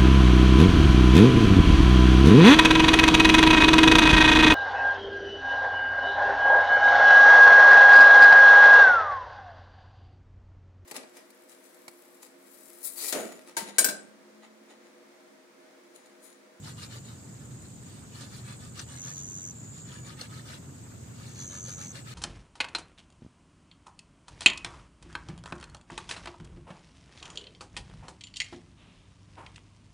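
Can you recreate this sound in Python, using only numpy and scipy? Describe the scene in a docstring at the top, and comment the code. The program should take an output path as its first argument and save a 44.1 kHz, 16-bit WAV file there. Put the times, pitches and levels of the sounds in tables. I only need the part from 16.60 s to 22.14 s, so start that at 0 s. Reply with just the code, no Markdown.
"""A scouring pad scrubs something small in soapy hands over steel bowls, about seven strokes a second.
Its friction noise and bursting foam resonate in the hands and bowls, with catches, squelches and a tap.
Crickets in the yard stridulate: a near one trills twice, farther ones buzz in turn over a chorus.
A low rumble and a hiss of air lie under everything.
The treble of the two channels is unevenly coloured, with deep notches on the left."""
import sys
import numpy as np
from scipy import signal
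from scipy.fft import rfft, irfft, next_fast_len
from scipy.io import wavfile
from scipy.ndimage import uniform_filter1d, map_coordinates

SR = 44100
rng = np.random.default_rng(int(sys.argv[2]) if len(sys.argv) > 2 else 0)


def unload_wav(signal):
    """Save mono or channel-first audio to the path in sys.argv[1] as 16-bit WAV at rate SR, clipped to [-1, 1]."""
    wavfile.write(
        sys.argv[1],
        SR,
        np.round(np.clip(np.atleast_2d(signal).T, -1, 1) * 32767).astype(np.int16),
    )


N = 244314

# noise spectra of insects, rumble, open air and pad friction: frequency_hz, relative_density_db
CHORUS_SPECTRUM = [(5500, -22), (6200, -5.5), (6900, 5.5), (7300, -1.5), (7900, 9.5), (8600, -11),
                   (9500, -27), (10500, -48)]
RUMBLE_SPECTRUM = [(20, -46), (34, -35), (45, -23), (60, -18.5), (72, -10), (100, -4), (120, 0.5),
                   (145, -3.5), (175, -8), (222, -9), (395, -20), (531, -25), (900, -33), (1500, -64.5)]
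AIR_SPECTRUM = [(100, -12), (300, 2), (700, -1), (1400, 0), (2000, -5.5), (5500, -11), (9000, -18),
                (15400, -24.5)]
FRICTION_SPECTRUM = [(100, -62), (300, -4.5), (550, 0), (1000, -4), (1500, 1), (2200, -7.5), (4000, 0.5),
                     (5300, -4.5), (7000, -1), (9000, -5), (12000, -19), (15400, -24)]
# envelope of the rumble: time_s, level_db
RUMBLE_ENVELOPE = [(0, -45.5), (4.2, -46), (4.7, -44.5), (5.54, -46.5)]
# left-right likeness of the background: frequency_hz, coherence
BACKGROUND_COHERENCE = [(60, 0.92), (130, 0.96), (290, 0.62), (640, 0.15), (1400, 0.016), (15000, 0.022)]
# far crickets: start_s, end_s, chirps_per_s, pitch_hz, start_db, end_db, pan_db, phase_spread_rad
FAR_CALLS = [(.003, 1.29, 58, 7214, -55.5, -55, 2.5, 0.72),
             (1.499, 2.434, 85, 7190, -57.5, -54.5, 4.5, 0.88), (2.4523, 3.27, 60, 7304, -51, -48, 2, 0.99),
             (2.951, 3.494, 62, 6910, -51, -51, 0.5, 1.8), (3.7, 5.543, 50, 7300, -59, -55, 4.5, 0.9),
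             (0.597, 1.457, 69, 8150, -69, -61.5, 0, 1.05), (1.801, 2.418, 48, 8040, -58, -55, -4, 0.91),
             (3.295, 3.984, 62, 8090, -64.5, -66.5, -11, 0.49),
             (4.848, 5.447, 50, 8010, -63, -57.5, -5.5, 0.71)]
# near cricket: start_s, end_s, pulses_per_s, left_lag_s, pitch_hz, full_db
NEAR_TRILLS = [(2.2886, 2.92, 92.5, .000231, 6400, -34), (4.6729, 5.325, 92.45, .00018, 6420, -35.5)]
# air squeezed from the palms: start_s, level_db, pitch_hz
PALM_SQUELCHES = [(3.612, -52.5, 476), (5.078, -54, 525), (5.176, -57, 533), (5.354, -56, 530)]
# modes of the tapped object: frequency_hz, gain_db
TAP_RESONANCES = [(4290, 0), (5670, -9), (6150, -10), (2940, -10), (5160, -11), (6650, -12), (8470, -17),
                  (9360, -16), (12200, -24)]
# hard catches of the pad: start_s, level_db, centre_hz, decay_s, pan_db, rasp_db
PAD_CATCHES = [(0.228, -53.5, 2400, 0.046, 1, -17), (1.607, -49.5, 4030, 0.046, -5, 19),
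               (2.1915, -38.5, 6000, .014, 3.5, -3), (2.191, -47, 1480, .012, 0, -15),
               (2.475, -46.5, 1730, 0.016, -5, -16), (3.613, -43, 1400, .012, 0, -4),
               (3.937, -58, 2480, 0.025, 1, -5), (5.083, -51.5, 1330, 0.042, 1, -11),
               (5.356, -49, 3600, 0.02, 7, 0)]
# resonances of the cupped hands and the bowls: centre_hz, width_hz, strength_db
CAVITY_MODES = [(535, 130, 5), (930, 31, 16.5), (1216, 62, 11.5), (1741, 27, 10), (2306, 26, 9.5),
                (2860, 16, 15), (3510, 31, 10), (4270, 230, -0.5)]
# strokes of the pad: middle_s, length_s, level_db, brightness_db
PAD_STROKES = [(0.081, 0.13, -47, 0), (0.223, 0.13, -46.5, 1), (0.343, 0.12, -48, 0.5),
               (0.495, 0.15, -54.5, 1), (0.82, 0.13, -60.5, -7), (0.927, 0.085, -62, 3),
               (1.04, .087, -60.5, 6), (1.327, .24, -58.5, 2), (1.605, 0.2, -49.5, 1),
               (1.761, .15, -50.5, 3.5), (1.901, 0.15, -49, -3), (2.045, 0.13, -54, 1),
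               (2.195, 0.11, -46.5, -0.5), (2.34, 0.17, -51.5, -1), (2.485, 0.14, -48, -2.5),
               (2.592, 0.1, -56.5, 6), (2.794, 0.43, -64, 4), (3.174, 0.12, -56.5, 4),
               (3.334, 0.2, -51, -4), (3.493, 0.14, -49, -3.5), (3.622, 0.13, -46.5, -2),
               (3.764, 0.16, -49.5, -0.5), (3.916, 0.16, -47, -2), (4.653, 0.27, -54, -1.5),
               (4.814, 0.14, -50, 1), (4.949, 0.16, -50, -2), (5.095, 0.13, -49.5, 1),
               (5.225, 0.13, -47.5, -1.5), (5.375, 0.12, -49, -1.5), (5.505, 0.13, -51.5, -3)]
# uneven treble colouring of the left and right channels: frequency_hz, gain_db
LEFT_COLOURING = [(3000, 0.5), (5500, 5), (8100, -7), (8600, -21), (10300, 3.5), (11300, -24), (11800, 7)]
RIGHT_COLOURING = [(3000, 0.5), (5500, 2), (8100, -4), (8600, 10.5), (10300, 5), (11300, 1.5), (11800, 8.5)]


def amp(db):
    """Amplitude ratio of a level in decibels."""
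    return 10 ** (np.asarray(db) / 20)


def unit(x):
    """Normalisation to rms 1."""
    return x / np.sqrt(np.mean(x ** 2) + 1e-20)


def along(points, hz):
    """Interpolation of (frequency_hz, value) points on a log frequency axis."""
    f, v = np.transpose(points)
    return np.interp(np.log(hz + 1), np.log(f + 1), v)


def wobble(rate):
    """Smooth random modulation: a spline through rate knots a second."""
    return map_coordinates(rng.standard_normal(int(N * rate / SR) + 4), [np.arange(N) * rate / SR])


def filtered(x, response):
    """Linear filtering: the spectrum of x times a frequency response."""
    m = next_fast_len(N + SR // 2)
    return irfft(rfft(x, m) * response(np.fft.rfftfreq(m, 1 / SR)), m)[..., :N]


def patchy_noise(depth_db):
    """Comodulation: two white noises share patches of random gain in time and frequency."""
    spectra = signal.stft(rng.standard_normal((2, N)), nperseg=256)[2]
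    patches = uniform_filter1d(rng.standard_normal(spectra.shape[1:]), size=5, axis=0)
    patches = uniform_filter1d(patches, size=8, axis=1)
    return signal.istft(spectra * amp(depth_db * unit(patches)), nperseg=256)[1][:, :N]


def stereo_noise(pair, spectrum, coherence):
    """Partial coherence: two noises are coloured and mixed as mid and side; rms 1."""
    def response(hz):
        angle = np.arccos(np.clip(along(coherence, hz), -1, 1)) / 2
        return amp(along(spectrum, hz)) * [np.cos(angle), np.sin(angle)]
    mid, side = filtered(pair, response)
    return unit(np.array([mid + side, mid - side]))


def echoes(x, t60):
    """Scattering from stones and leaves gives each microphone its own decaying tail."""
    t = np.arange(SR // 4) / SR
    tail = rng.standard_normal((2, len(t))) * amp(-60 * t / t60)
    return signal.fftconvolve(np.atleast_2d(x), tail / np.linalg.norm(tail[0]), axes=1)[:, :N]


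def background():
    """Independent noises add in power: a far insect chorus, a rumble near mono and the hiss of air."""
    chorus_gain = amp(-54.5 + .29 * wobble(1.55))
    chorus = stereo_noise(patchy_noise(depth_db=.5), CHORUS_SPECTRUM, BACKGROUND_COHERENCE)
    rumble_gain = amp(np.interp(np.arange(N) / SR, *np.transpose(RUMBLE_ENVELOPE)))
    rumble = stereo_noise(rng.standard_normal((2, N)), RUMBLE_SPECTRUM, BACKGROUND_COHERENCE)
    air_gain = amp(-58.5 + .74 * wobble(2.66))
    air = stereo_noise(patchy_noise(depth_db=1.8), AIR_SPECTRUM, BACKGROUND_COHERENCE)
    return chorus_gain * chorus + rumble_gain * rumble + air_gain * air


def far_crickets(wander_hz=130):
    """Amplitude modulation cuts a wing tone into chirps of three pulses, blurred by scattering."""
    out, t = np.zeros((2, N)), np.arange(N) / SR
    for start, end, rate, pitch_hz, start_db, end_db, pan_db, spread in FAR_CALLS:
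        beat = 2 * np.pi * rate * (t - start) + 1.2 * wobble(12)
        pulses = (1 + .65 * np.cos(beat - .3)) * (1 + .5 * np.cos(3 * beat))
        wander = np.cumsum(wander_hz * wobble(120)) / SR
        flutter = spread * (.55 * np.sin(3 * beat) + .85 * wobble(200))
        tone = np.sin(2 * np.pi * (pitch_hz * t + wander) + flutter)
        gate = uniform_filter1d(((t > start) & (t < end)) * 1., size=900)
        left, right = echoes(pulses * tone, t60=.022)
        level = amp(np.interp(t, [start, end], [start_db, end_db])) * gate
        out += amp([[pan_db / 2], [-pan_db / 2]]) * level * [unit(left), unit(right)]
    return out


def wing_stroke(t, hz, fall_hz=700, fall_s=.003):
    """Stridulation: one wing closing opens with a faint tick and falls in pitch as the file runs out."""
    lost_cycles = fall_hz * fall_s * np.where(t < 0, (t / fall_s) ** 2 / 2, np.log(np.cosh(t / fall_s)))
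    phase = 2 * np.pi * (hz * t - lost_cycles)
    lobe = lambda centre_s, width_s=.0014: np.exp(-((t - centre_s) / width_s) ** 2)
    swell = .52 * lobe(-.003) + lobe(0) + .3 * lobe(.0028)
    tick = .07 * lobe(-.0025, width_s=.0006) * np.sin(2 * np.pi * 9300 * t)
    return swell * (np.sin(phase) + .012 * np.sin(2 * phase)) + tick


def trills(steady_s=.4755, slowing_hz_per_s=44, lead_in_s=.065, swell_s=.065):
    """A pulse train of wing strokes: a faint lead-in, a jump, a swell, then slowing to a sudden stop."""
    out, t = np.zeros((2, N)), np.arange(N) / SR
    drift_s = 4e-6 * wobble(14)  # moving air and leaves shift the path to the left microphone
    for start, end, rate, left_lag, wing_hz, full_db in NEAR_TRILLS:
        slowing_s = np.clip(t - start - steady_s, 0, end - start - steady_s)
        count = rate * (t - start) - slowing_hz_per_s / 2 * slowing_s ** 2
        beats = np.interp(np.arange(count[round(end * SR)]), count, t)
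        swell_db = np.interp(beats - start - lead_in_s, [0, swell_s], [-10, 0])
        level_db = full_db + np.where(beats - start < lead_in_s, -14.5, swell_db)
        for beat, db, (jitter, size, pitch) in zip(beats, level_db, rng.standard_normal((len(beats), 3))):
            middle = round(beat * SR)
            span = slice(middle - 350, middle + 350)
            arrival = beat + .000143 * jitter + np.array([[left_lag + drift_s[middle]], [0]])
            out[:, span] += amp(db + .8 * size) * wing_stroke(t[span] - arrival, wing_hz + 50 * pitch)
    return out


def near_cricket(wall_db=-14, scatter_db=-9.5, cutoff_hz=5550):
    """Multipath propagation: the trills arrive directly, off a stone wall and by scattering."""
    direct = trills() * amp([[-.3], [.3]] + 1.5 * wobble(500))  # the file's teeth catch unevenly
    wall = np.roll(direct, 234, axis=1)  # a metre behind: each echo falls halfway to the next stroke
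    blend = 1.5 * wobble(10)  # the scattering never repeats
    scattered = np.cos(blend) * echoes(direct[1], t60=.06) + np.sin(blend) * echoes(direct[1], t60=.06)
    heard = direct + amp(wall_db) * wall + amp(scatter_db) * scattered
    return filtered(heard, lambda hz: 1 / (1 + (cutoff_hz / (hz + 1)) ** 30))  # wings radiate no lows


def squelches(rise_s=.00087, t60=.085):
    """Cavity resonance: squeezed air gives a soft pop whose pitch rises a little as the palms close."""
    out, t = np.zeros(N + SR), np.arange(SR // 8) / SR
    for start, db, pitch_hz in PALM_SQUELCHES:
        pop = np.sin(2 * np.pi * pitch_hz * t * (1 + t)) * (1 - np.exp(-t / rise_s))
        out[round(start * SR):][:len(t)] += 2 * amp(db - 60 * t / t60) * pop
    return out[:N]


def tap(start_s=3.6105, length_s=.0062):
    """Modal ringing: one small hard impact, nearer the left, is quickly damped by the wet hands."""
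    out, t = np.zeros((2, N)), np.arange(round(length_s * SR)) / SR
    ring = sum(amp(db) * np.sin(2 * np.pi * (hz * t + rng.random((2, 1)))) for hz, db in TAP_RESONANCES)
    crack = amp(-10) * uniform_filter1d(rng.standard_normal((2, len(t))), size=3)
    envelope = np.sqrt(np.sin(np.pi * t / length_s))
    out[:, round(start_s * SR):][:, :len(t)] = envelope * (ring + crack)
    return amp([[-34], [-36.5]]) * out


def resonance(hz, centre_hz, width_hz):
    """Lorentzian resonance curve of height 1."""
    return 1 / (1 + (2 * (hz - centre_hz) / width_hz) ** 2)


def catches(rise_s=.0008, top_hz=9500):
    """Stick-slip friction: the pad catches in a sudden burst, a narrow band on a broad rasp."""
    out, t = np.zeros((2, N + SR)), np.arange(SR // 8) / SR
    hz = np.fft.rfftfreq(len(t), 1 / SR)
    for start, db, centre_hz, decay_s, pan_db, rasp_db in PAD_CATCHES:
        noise = rng.standard_normal((3, len(t)))  # left, right, common
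        colour = amp(rasp_db + along(FRICTION_SPECTRUM, hz)) + resonance(hz, centre_hz, .07 * centre_hz)
        colour /= 1 + (hz / top_hz) ** 24
        burst = unit(irfft(rfft(noise[:2] + 1.2 * noise[2]) * colour, len(t)))
        envelope = (1 - np.exp(-t / rise_s)) * np.exp(-(t / decay_s) ** 2.3)
        gain = amp([[db + pan_db / 2], [db - pan_db / 2]])
        out[:, round(start * SR):][:, :len(t)] += gain * envelope * burst
    return out[:, :N]


def foam(bubbles_per_s=1300, centre_hz=2800, decay_cycles=4.5):
    """Damped oscillation: bursting soap bubbles ring in slightly rising tones of random size; rms 1."""
    when, side, pitch, size = rng.random((round(bubbles_per_s * N / SR), 4)).T[..., None]
    offset = np.arange(SR // 150)
    hz = centre_hz * 2 ** (2.2 * (pitch - .5))
    age = hz * offset / SR / decay_cycles  # in decay times
    envelope = (1 - np.exp(-4 * age)) * np.exp(-age)
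    tone = np.sin(2 * np.pi * decay_cycles * age * (1 + .04 * age))
    pops = amp(-2.5 * np.log(size + 1e-3)) * envelope * tone
    samples = ((when * N).astype(int) + offset).ravel()
    channels = [np.bincount(samples, (pops * heard).ravel(), N)[:N] for heard in (side < .5, side >= .5)]
    return unit(np.array(channels))


def scrubbing(foam_db=-5):
    """Source and filter: slipping fibres and foam excite cavities that shift as the hands move."""
    grit = amp(1.2 * wobble(500) + .7 * wobble(60))
    grains = unit(grit * patchy_noise(depth_db=2.8))
    friction = stereo_noise(grains, FRICTION_SPECTRUM, coherence=[(500, .3), (1200, 0), (5000, .1)])
    source = np.pad(friction + amp(foam_db) * foam(), ((0, 0), (0, SR)))
    out, t = np.zeros((2, N + SR)), np.arange(SR // 4) / SR
    hz = np.fft.rfftfreq(len(t), 1 / SR)
    for middle, length, db, bright_db in PAD_STROKES:
        # each mode has one pitch and strength as the stroke starts and another as it ends
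        shifts = 1 + .045 * rng.standard_normal((len(CAVITY_MODES), 2, 1, 1))
        gains = amp(2 * rng.standard_normal((len(CAVITY_MODES), 2, 2, 1)))
        cavity = 1 + sum(gain * amp(mode_db) * resonance(hz, centre * shift, width)
                         for (centre, width, mode_db), shift, gain in zip(CAVITY_MODES, shifts, gains))
        body_db = -5 - .2 * middle  # the low body thins slightly as the work goes on
        tilt = amp(along([(800, body_db), (1200, 0), (2300, 0), (4000, bright_db)], hz))
        first = max(round((middle - length / 2) * SR), 0)
        opening, closing = unit(irfft(rfft(source[:, first:][:, :len(t)]) * cavity * tilt, len(t)))
        moved = np.clip(2 * t / length - .5, 0, 1)
        stroke = (1 - moved) * opening + moved * closing
        speed = np.sin(np.pi * np.clip(t / length, 0, 1)).clip(0) ** 1.09  # the hand speeds up and slows
        out[:, first:][:, :len(t)] += amp(db) * speed * stroke
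    return amp([[.6], [-.6]]) * out[:, :N]


def scene():
    """Superposition of all sources at two spaced microphones."""
    return scrubbing() + catches() + tap() + squelches() + near_cricket() + far_crickets() + background()


def record(dry, top_hz=15330):
    """Spectral colouring: uneven treble in both channels, deeply notched on the left, and a band limit."""
    colouring = lambda hz: amp([along(LEFT_COLOURING, hz), along(RIGHT_COLOURING, hz)])
    return filtered(dry, lambda hz: colouring(hz) * (hz < top_hz))


dry = scene()
out = record(dry)
unload_wav(out)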